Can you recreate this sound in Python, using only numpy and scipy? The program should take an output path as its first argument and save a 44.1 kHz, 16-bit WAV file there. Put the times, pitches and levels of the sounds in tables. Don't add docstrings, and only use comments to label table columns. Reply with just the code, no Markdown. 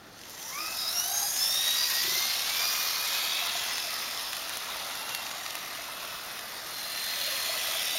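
import sys
import numpy as np
from scipy import signal
from scipy.fft import rfft, irfft, next_fast_len
from scipy.io import wavfile
from scipy.ndimage import uniform_filter1d, map_coordinates

SR = 44100
rng = np.random.default_rng(int(sys.argv[2]) if len(sys.argv) > 2 else 0)


def unload_wav(signal):
    wavfile.write(
        sys.argv[1],
        SR,
        np.round(np.clip(np.atleast_2d(signal).T, -1, 1) * 32767).astype(np.int16),
    )


def level_to_linear(level):
    exponent = np.asarray(level, float) / 20
    return 10 ** exponent


N = 351918
HOP = 128
GAP_HZ = 7875

# f/Hz, relative level/dB
HUM_SPECTRUM = [(15, -30), (25, -12.5), (221, -7.5), (282, -7), (314, -6.5), (360, -7), (400, -9),
                (524, -10), (1080, -19), (1460, -17), (15600, -31)]
# f/Hz, relative density/dB
ROLL_SPECTRUM = [(250, -51), (420, -9), (715, 2), (850, 0), (1290, 2), (1600, -2.5), (2080, 3),
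                 (3520, -120)]
# t/s, level/dB
ROLL_LEVEL = [(0, -55.5), (0.2, -55), (0.42, -51), (0.65, -45.5), (1.64, -44.5), (2.1, -42.5), (2.7, -40.5),
              (3.6, -41), (4.3, -43), (4.7, -41.5), (6.6, -44.5), (7.25, -44), (7.55, -40.5), (7.98, -43.5)]
# f/Hz, width/Hz, lift/dB
TRACK_RESONANCES = [(660, 110, 1.5), (1255, 730, 3), (1950, 410, -1), (2820, 160, 1.5), (3620, 770, 5),
                    (5000, 110, 0)]
# t/s, gear hiss level/dB, brush fizz over hiss/dB, hiss resonance f/Hz
DRIVE_PASS = [(0.0, -61, -12, 3800), (0.2, -51.5, -6.5, 5000), (0.42, -43.5, -2.5, 5900),
              (0.7, -39.5, -2, 5550), (0.95, -37.5, 0.5, 5600), (1.26, -36.5, 2, 6230),
              (1.64, -31.5, -2.5, 5000), (2.09, -30, -7.5, 5110), (2.42, -31.5, -6, 4430),
              (2.69, -31.5, -6, 4964), (3.13, -32, -6, 4300), (3.53, -33, -7, 4113),
              (4.29, -38, -4.5, 4540), (4.75, -38.5, -6.5, 4000), (6.45, -42.5, -3.5, 3900),
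              (6.62, -43, -4, 4500), (6.75, -40, -3, 4350), (7.27, -33.5, -4, 3900),
              (7.98, -33.5, -3.5, 3800)]
# f/Hz, relative density/dB
HISS_SPECTRUM = [(940, -46), (1600, 0.5), (2530, 4), (3000, 1.5), (3610, -1.5), (5560, 1.5), (7300, -1),
                 (9490, -23), (16100, -120)]
# f/Hz, relative density/dB
FIZZ_SPECTRUM = [(4940, -75), (8400, -0.5), (11200, -1), (12900, -1.5), (13900, -0.5), (15600, -6)]
SHAFTS = [(60, .08, .14), (30, .12, .06), (10, .1, .1)]
# t/s, burst level before filters/dB, bright part re dull/dB
# (the dull part then gains 5.5 dB and the bright part loses 5 dB)
JOINT_TICKS = [(0.1905, -29.5, 0), (0.2138, -29, 6), (0.235, -29, 0), (0.2664, -34, -2), (0.2954, -30, 15),
               (0.3064, -32, 2), (0.3655, -40, -2), (0.398, -31, -2), (0.8674, -31, -2), (1.3644, -20, -2),
               (1.6797, -17, -2), (2.5477, -18, 0), (3.7562, -18, 1), (3.7809, -14, 0), (4.05, -28, -4),
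               (4.1094, -21, -3), (4.1742, -19, -3), (4.331, -14, 4), (4.367, -17.5, 10),
               (4.4935, -19.5, 14), (4.571, -22, 20), (4.9531, -23, 12), (5.092, -19, 2), (5.1482, -14, 13),
               (5.2667, -20, 0), (5.3122, -18, -4), (5.34, -28, 0), (5.462, -19, -2), (5.5062, -18.5, 3),
               (5.5528, -19, 14), (5.7074, -24, -3), (6.3026, -26, -8), (6.3914, -20, -1), (6.7418, -27, 0),
               (7.6849, -19, 0), (7.7114, -15, 0), (7.7614, -25, -2)]
# start/s, end/s, centre f/Hz, width/Hz, level/dB
SINGING_BANDS = [(0.357, 0.64, 5920, 830, -44), (0.54, 0.73, 332, 38, -54.5),
                 (0.556, 0.716, 5000, 520, -39), (0.724, 1.4, 3900, 379, -42.5),
                 (0.8, 1.4, 11400, 1000, -40), (1.17, 1.51, 6400, 300, -39.5), (1.5, 1.65, 14500, 720, -44),
                 (1.74, 1.9, 4800, 500, -30.5), (1.65, 2.45, 13400, 1400, -38), (1.1, 1.9, 9800, 600, -45),
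                 (.9, 1.9, 8700, 900, -45), (1.901, 2.077, 4800, 500, -34), (1.999, 2.2, 172, 156, -53.5),
                 (2.051, 2.35, 5990, 386, -38), (2.38, 2.7, 3500, 310, -40.5), (2.4, 3.1, 14000, 1500, -39),
                 (2.9, 3.4, 13200, 1500, -42), (2.95, 3.6, 3500, 900, -37), (2.52, 2.945, 5700, 258, -39),
                 (3.002, 3.506, 4470, 250, -41.5), (5.651, 6.451, 1308, 80, -55),
                 (7.1, 7.454, 577, 120, -48.5), (4.552, 5.35, 11000, 980, -49),
                 (7.67, 7.86, 3400, 400, -36.5), (7.78, 8.15, 3700, 490, -36.5), (.84, 1.34, 700, 40, -48),
                 (1.45, 1.78, 780, 90, -51)]
# t/s, mesh f/Hz, base level/dB, strain gain per order above the first/dB
GEAR_MESH = [(0.38, 750, -68, 6.5), (0.49, 962, -49.5, 0.5), (0.6, 1230, -50, 0), (0.71, 1305, -46, -4),
             (0.8, 1273, -53, 3.5), (0.87, 1253, -53, 3.5), (0.93, 1365, -51, 4.5), (0.99, 1409, -48, 4.5),
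             (1.11, 1590, -47, 2.5), (1.37, 1682, -49.5, 4), (1.42, 1752, -48, 3.5),
             (1.58, 1866, -47.5, 5.5), (1.78, 1915, -44, -2), (1.86, 1948, -42, 6), (1.9, 1860, -40, -5),
             (1.97, 1885, -41, 1), (2.14, 2047, -41.5, 1), (2.24, 2117, -44, 2.5), (2.39, 2154, -44, -3),
             (2.63, 2393, -40.5, -5), (2.71, 2447, -40.5, -4.5), (2.85, 2442, -43.5, -16),
             (3.1, 2479, -45, -14), (3.47, 2645, -45, -6), (3.88, 2605, -48.5, -3), (4.0, 2560, -55, -2),
             (4.32, 2560, -56, 1), (4.6, 2715, -55, -14), (4.8, 2690, -61, -10), (5.1, 2770, -52, -15),
             (5.5, 2685, -61, -12), (6.0, 2595, -52, -3), (6.6, 2516, -56, -3)]
# multiple of mesh f, roughness (0-1), skirt re line/dB
MESH_ORDERS = [(.5, .6, -5), (1, .14, -12), (2, .25, -7), (3, .3, -6), (4, .4, -4)]
MESH_ORDER_DB = [-14, -1.5, -7, -10, -9.5]
# f/Hz, width/Hz, lift/dB
SHELL_RESONANCES = [(800, 230, 15), (1223, 130, 7), (1886, 120, 5), (2490, 330, 5.5), (3800, 450, 6),
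                    (4270, 200, 5.5), (5170, 700, 8), (6500, 600, 3.5)]
# multiple of mesh f, start/s, end/s, lift/dB
RINGING_ORDERS = [(.5, 1.04, 1.3, 8), (1, 0.53, .8, 3), (1, 1.05, 1.47, 2), (1, 1.98, 2.62, 3.5),
                  (1, 3.2, 3.5, 5), (1, 4.95, 5.25, 12.5), (2, 0.493, 0.774, 14), (2, .92, 1.1, 6.5),
                  (2, 1.34, 1.89, 12), (2, 2.08, 2.37, 8.5), (2, 2.56, 2.88, 15.5), (2, 3.62, 4.4, 9.5),
                  (3, .75, .94, 13.5), (3, 1.05, 1.34, 10.5), (3, 1.33, 1.68, 13), (4, 0.7, 0.928, 13),
                  (4, 0.89, 1.46, 10.5)]
# t/s, level before attack and decay/dB, f/Hz
LOW_KNOCKS = [(2.044, -31, 360), (2.076, -28.5, 370.5), (2.119, -32, 368), (2.169, -31.5, 380),
              (3.419, -27.5, 703), (3.551, -24.5, 701), (3.872, -30.5, 653.4), (5.785, -32, 678),
              (7.277, -28, 619.5), (7.493, -21.5, 656), (7.558, -27.5, 632), (7.685, -27, 637),
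              (7.752, -25.5, 657), (7.951, -24, 651)]
# start/s, end/s, start f/Hz, end f/Hz, level at 70 % of the span/dB
SECOND_LINES = [(6.661, 7.64, 4168, 4450, -40), (6.8, 8.1, 1985, 2008, -48), (6.85, 7.5, 1792, 1806, -50),
                (7.68, 8.2, 4680, 4900, -44.5)]


def unit(x):
    return x / np.sqrt(np.mean(x ** 2) + 1e-20)


def along(points, hz):
    f, v = np.transpose(points)
    return np.interp(np.log(hz + 1), np.log(f + 1), v)


def curves(rows):
    s, *columns = np.transpose(rows)
    return [np.interp(np.arange(N) / SR, s, c) for c in columns]


def wobble(knots_per_s):
    knots = rng.standard_normal(int(N * knots_per_s / SR) + 4)
    return map_coordinates(knots, [np.arange(N) * knots_per_s / SR])


def swell(start_s, end_s, edge):
    u = np.clip((np.arange(N) / SR - start_s) / (end_s - start_s), 0, 1)
    return u, np.sin(np.pi / 2 * np.clip(np.minimum(u, 1 - u) / edge, 0, 1)) ** 2


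def filtered(x, response):
    m = next_fast_len(N + 8192)
    return irfft(rfft(x, m) * response(np.fft.rfftfreq(m, 1 / SR)), m)[:N]


def resonances_db(rows, hz):
    return sum(db / (1 + (2 * (hz - centre) / width) ** 2) for centre, width, db in rows)


def rattle(spectrum, grit_db, patchy_db, peak_hz, width, lift_db):
    grit = rng.standard_normal(N) * level_to_linear(grit_db)
    hz, t, z = signal.stft(grit, SR, nperseg=4 * HOP, noverlap=3 * HOP)
    patches = uniform_filter1d(rng.standard_normal(z.shape), size=8, axis=0)
    patches = uniform_filter1d(patches, size=15, axis=1)
    streaks = uniform_filter1d(rng.standard_normal(z.shape), size=120, axis=1)
    frame = np.minimum(np.arange(len(t)) * HOP, N - 1)
    offset = np.log((hz[:, None] + 1) / peak_hz[frame]) / width
    peak_db = lift_db[frame] * np.exp(-offset ** 2)
    z = z * level_to_linear(patchy_db * unit(patches) + 2.16 * unit(streaks) + peak_db)
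    x = signal.istft(z, SR, nperseg=4 * HOP, noverlap=3 * HOP)[1][:N]
    x = filtered(x, lambda f: level_to_linear(along(spectrum, f) + resonances_db(TRACK_RESONANCES, f)))
    power = uniform_filter1d(uniform_filter1d(x * x, size=SR // 5), size=SR // 5)
    return x / np.sqrt(np.abs(power) + 1e-20)


def tone(cycles, rough, spread_hz, skirt_hz, skirt_db):
    rough = np.clip(rough, 0, 1)

    def fuzz(width_hz):
        return unit(wobble(width_hz)) + 1j * unit(wobble(width_hz))

    swing = np.sqrt(2 - 2 * rough) + np.sqrt(rough) * fuzz(spread_hz)
    swing = swing + level_to_linear(skirt_db) * fuzz(skirt_hz)
    return np.real(swing * np.exp(2j * np.pi * cycles))


def mesh_cycles():
    mesh_hz = curves(GEAR_MESH)[0]
    return np.cumsum(mesh_hz * (1 + 0.00198 * wobble(25))) / SR


def shaft_turns(cycles):
    return [np.cos(2 * np.pi * cycles / n + 1.66 * wobble(8.7)) for n, _, _ in SHAFTS]


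def hum():
    noise = filtered(rng.standard_normal(N), lambda f: level_to_linear(along(HUM_SPECTRUM, f)))
    return level_to_linear(-53.5) * unit(noise)


def rolling(shake):
    level_db, = curves(ROLL_LEVEL)
    still = np.ones(N)
    noise = rattle(ROLL_SPECTRUM, grit_db=1.36 * wobble(300), patchy_db=0.5,
                   peak_hz=still, width=1, lift_db=0 * still)
    return level_to_linear(level_db + 0.59 * shake) * noise


def gear_hiss(turns, shake, grit):
    level_db, _, peak_hz = curves(DRIVE_PASS)
    beat = 1 + sum(depth * turn for (_, depth, _), turn in zip(SHAFTS, turns))
    lift_db = 5.5 + 9 * np.log2(peak_hz / 4000)
    noise = rattle(HISS_SPECTRUM, grit_db=0.51 * grit, patchy_db=1.18,
                   peak_hz=peak_hz, width=0.44, lift_db=lift_db)
    return level_to_linear(level_db + 0.46 * shake) * beat * noise


def brush_fizz(turns, shake, grit):
    hiss_db, over_db, _ = curves(DRIVE_PASS)
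    beat = 1 + sum(depth * turn for (_, _, depth), turn in zip(SHAFTS, turns))
    still = np.ones(N)
    noise = rattle(FIZZ_SPECTRUM, grit_db=1.4 * grit, patchy_db=1.8,
                   peak_hz=11500 * still, width=.085, lift_db=3 * still)
    return level_to_linear(hiss_db + over_db + 0.19 * shake) * beat * noise


def ticks():
    t = np.arange(SR // 40) / SR
    dull, bright = np.zeros(N + len(t)), np.zeros(N + len(t))
    hiss_db = curves(DRIVE_PASS)[0]
    draws = rng.random((90, 2)) * [N / SR, 1]
    faint = [(s, hiss_db[int(s * SR)] + 5 + 3 * extra, -6) for s, extra in draws]
    for s, db, bright_db in list(JOINT_TICKS) + faint:
        shape = level_to_linear(db - 60 * t / 0.011) * (1 - np.exp(-t / 0.001))
        at = round(s * SR)
        dull[at:][:len(t)] += level_to_linear(5.5) * shape * rng.standard_normal(len(t))
        bright[at:][:len(t)] += level_to_linear(bright_db - 5) * shape * rng.standard_normal(len(t))

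    def band(lo_hz, hi_hz):
        return lambda f: (f / lo_hz) ** 2 / (1 + (f / lo_hz) ** 2) / (1 + (f / hi_hz) ** 4)

    dull = filtered(dull[:N], band(lo_hz=900, hi_hz=6960))
    return dull + filtered(bright[:N], band(lo_hz=10500, hi_hz=14700))


def singing(turn):
    out = np.zeros(N)
    for start_s, end_s, hz, width_hz, db in SINGING_BANDS:
        u, level = swell(start_s, end_s, edge=0.37)
        span_s = end_s - start_s
        knots = rng.standard_normal((2, 4000))
        i, q = (map_coordinates(k, [u * span_s * width_hz]) for k in knots)
        rise = .08 * (hz < GAP_HZ) * span_s * (u - .5)
        carrier = np.exp(2j * np.pi * np.cumsum(hz * (1 + rise)) / SR)
        out += level_to_linear(db) * level * np.real((i + 1j * q) * carrier)
    return (1 + 0.19 * turn) * out


def shell_db(hz):
    rolloff_db = 10 * np.log10((1 + (900 / hz) ** 4) * (1 + (hz / 6950) ** 40))
    return -4 + resonances_db(SHELL_RESONANCES, hz) - rolloff_db


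def ringing_db(k):
    return sum(db * swell(start_s, end_s, edge=.2)[1]
               for order, start_s, end_s, db in RINGING_ORDERS if round(2 * order) == 2 * k)


def gear_whine(cycles):
    mesh_hz, base_db, strain_db = curves(GEAR_MESH)
    lines = np.zeros(N)
    for (k, rough, skirt_db), order_db in zip(MESH_ORDERS, MESH_ORDER_DB):
        db = base_db + order_db + strain_db * max(k - 1, 0)
        db = db + shell_db(k * mesh_hz) + ringing_db(k) + 2.2 * wobble(12)
        lines += level_to_linear(db) * tone(k * cycles, rough, spread_hz=70 * k + 40,
                                skirt_hz=220 * k, skirt_db=skirt_db)
    runout = 1 + 0.18 * np.cos(2 * np.pi * cycles / SHAFTS[1][0])
    sample = np.arange(N)
    heard = (sample > GEAR_MESH[0][0] * SR) & (sample < GEAR_MESH[-1][0] * SR)
    return heard * runout * lines


def knocks():
    t = np.arange(SR // 8) / SR
    out = np.zeros(N + len(t))
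    for s, db, hz in LOW_KNOCKS:
        shape = level_to_linear(db - 60 * t / 0.05) * (1 - np.exp(-t / 0.0046))
        out[round(s * SR):][:len(t)] += shape * np.sin(2 * np.pi * hz * t)
    return out[:N]


def second_whine():
    out = np.zeros(N)
    for start_s, end_s, hz0, hz1, db in SECOND_LINES:
        u, level = swell(start_s, end_s, edge=0.17)
        hz = (hz0 + (hz1 - hz0) * u ** 5) * (1 + .004 * wobble(9))
        line = tone(np.cumsum(hz) / SR, rough=0.24, spread_hz=.018 * hz0, skirt_hz=.12 * hz0, skirt_db=-9)
        out += level * level_to_linear(db + 6 * (u - .7) + 1.5 * wobble(14)) * line
    return out


def scene():
    cycles = mesh_cycles()
    turns = shaft_turns(cycles)
    shake = wobble(30)
    grit = wobble(300)
    mono = hum() + rolling(shake) + gear_hiss(turns, shake, grit) + brush_fizz(turns, shake, grit)
    mono = mono + ticks() + singing(turns[1]) + gear_whine(cycles) + knocks() + second_whine()
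    return np.array([mono, mono])


def top_cut(x):
    return signal.sosfilt(signal.butter(12, 17060, fs=SR, output="sos"), x)


def record(dry):
    def response(f):
        offset_hz = f - GAP_HZ
        return np.abs(offset_hz) / np.sqrt(offset_hz ** 2 + 450 ** 2) * (f < 15800)

    mono = filtered(dry[0], response)
    return top_cut(np.array([mono, mono]))


dry = scene()
out = record(dry)
unload_wav(out)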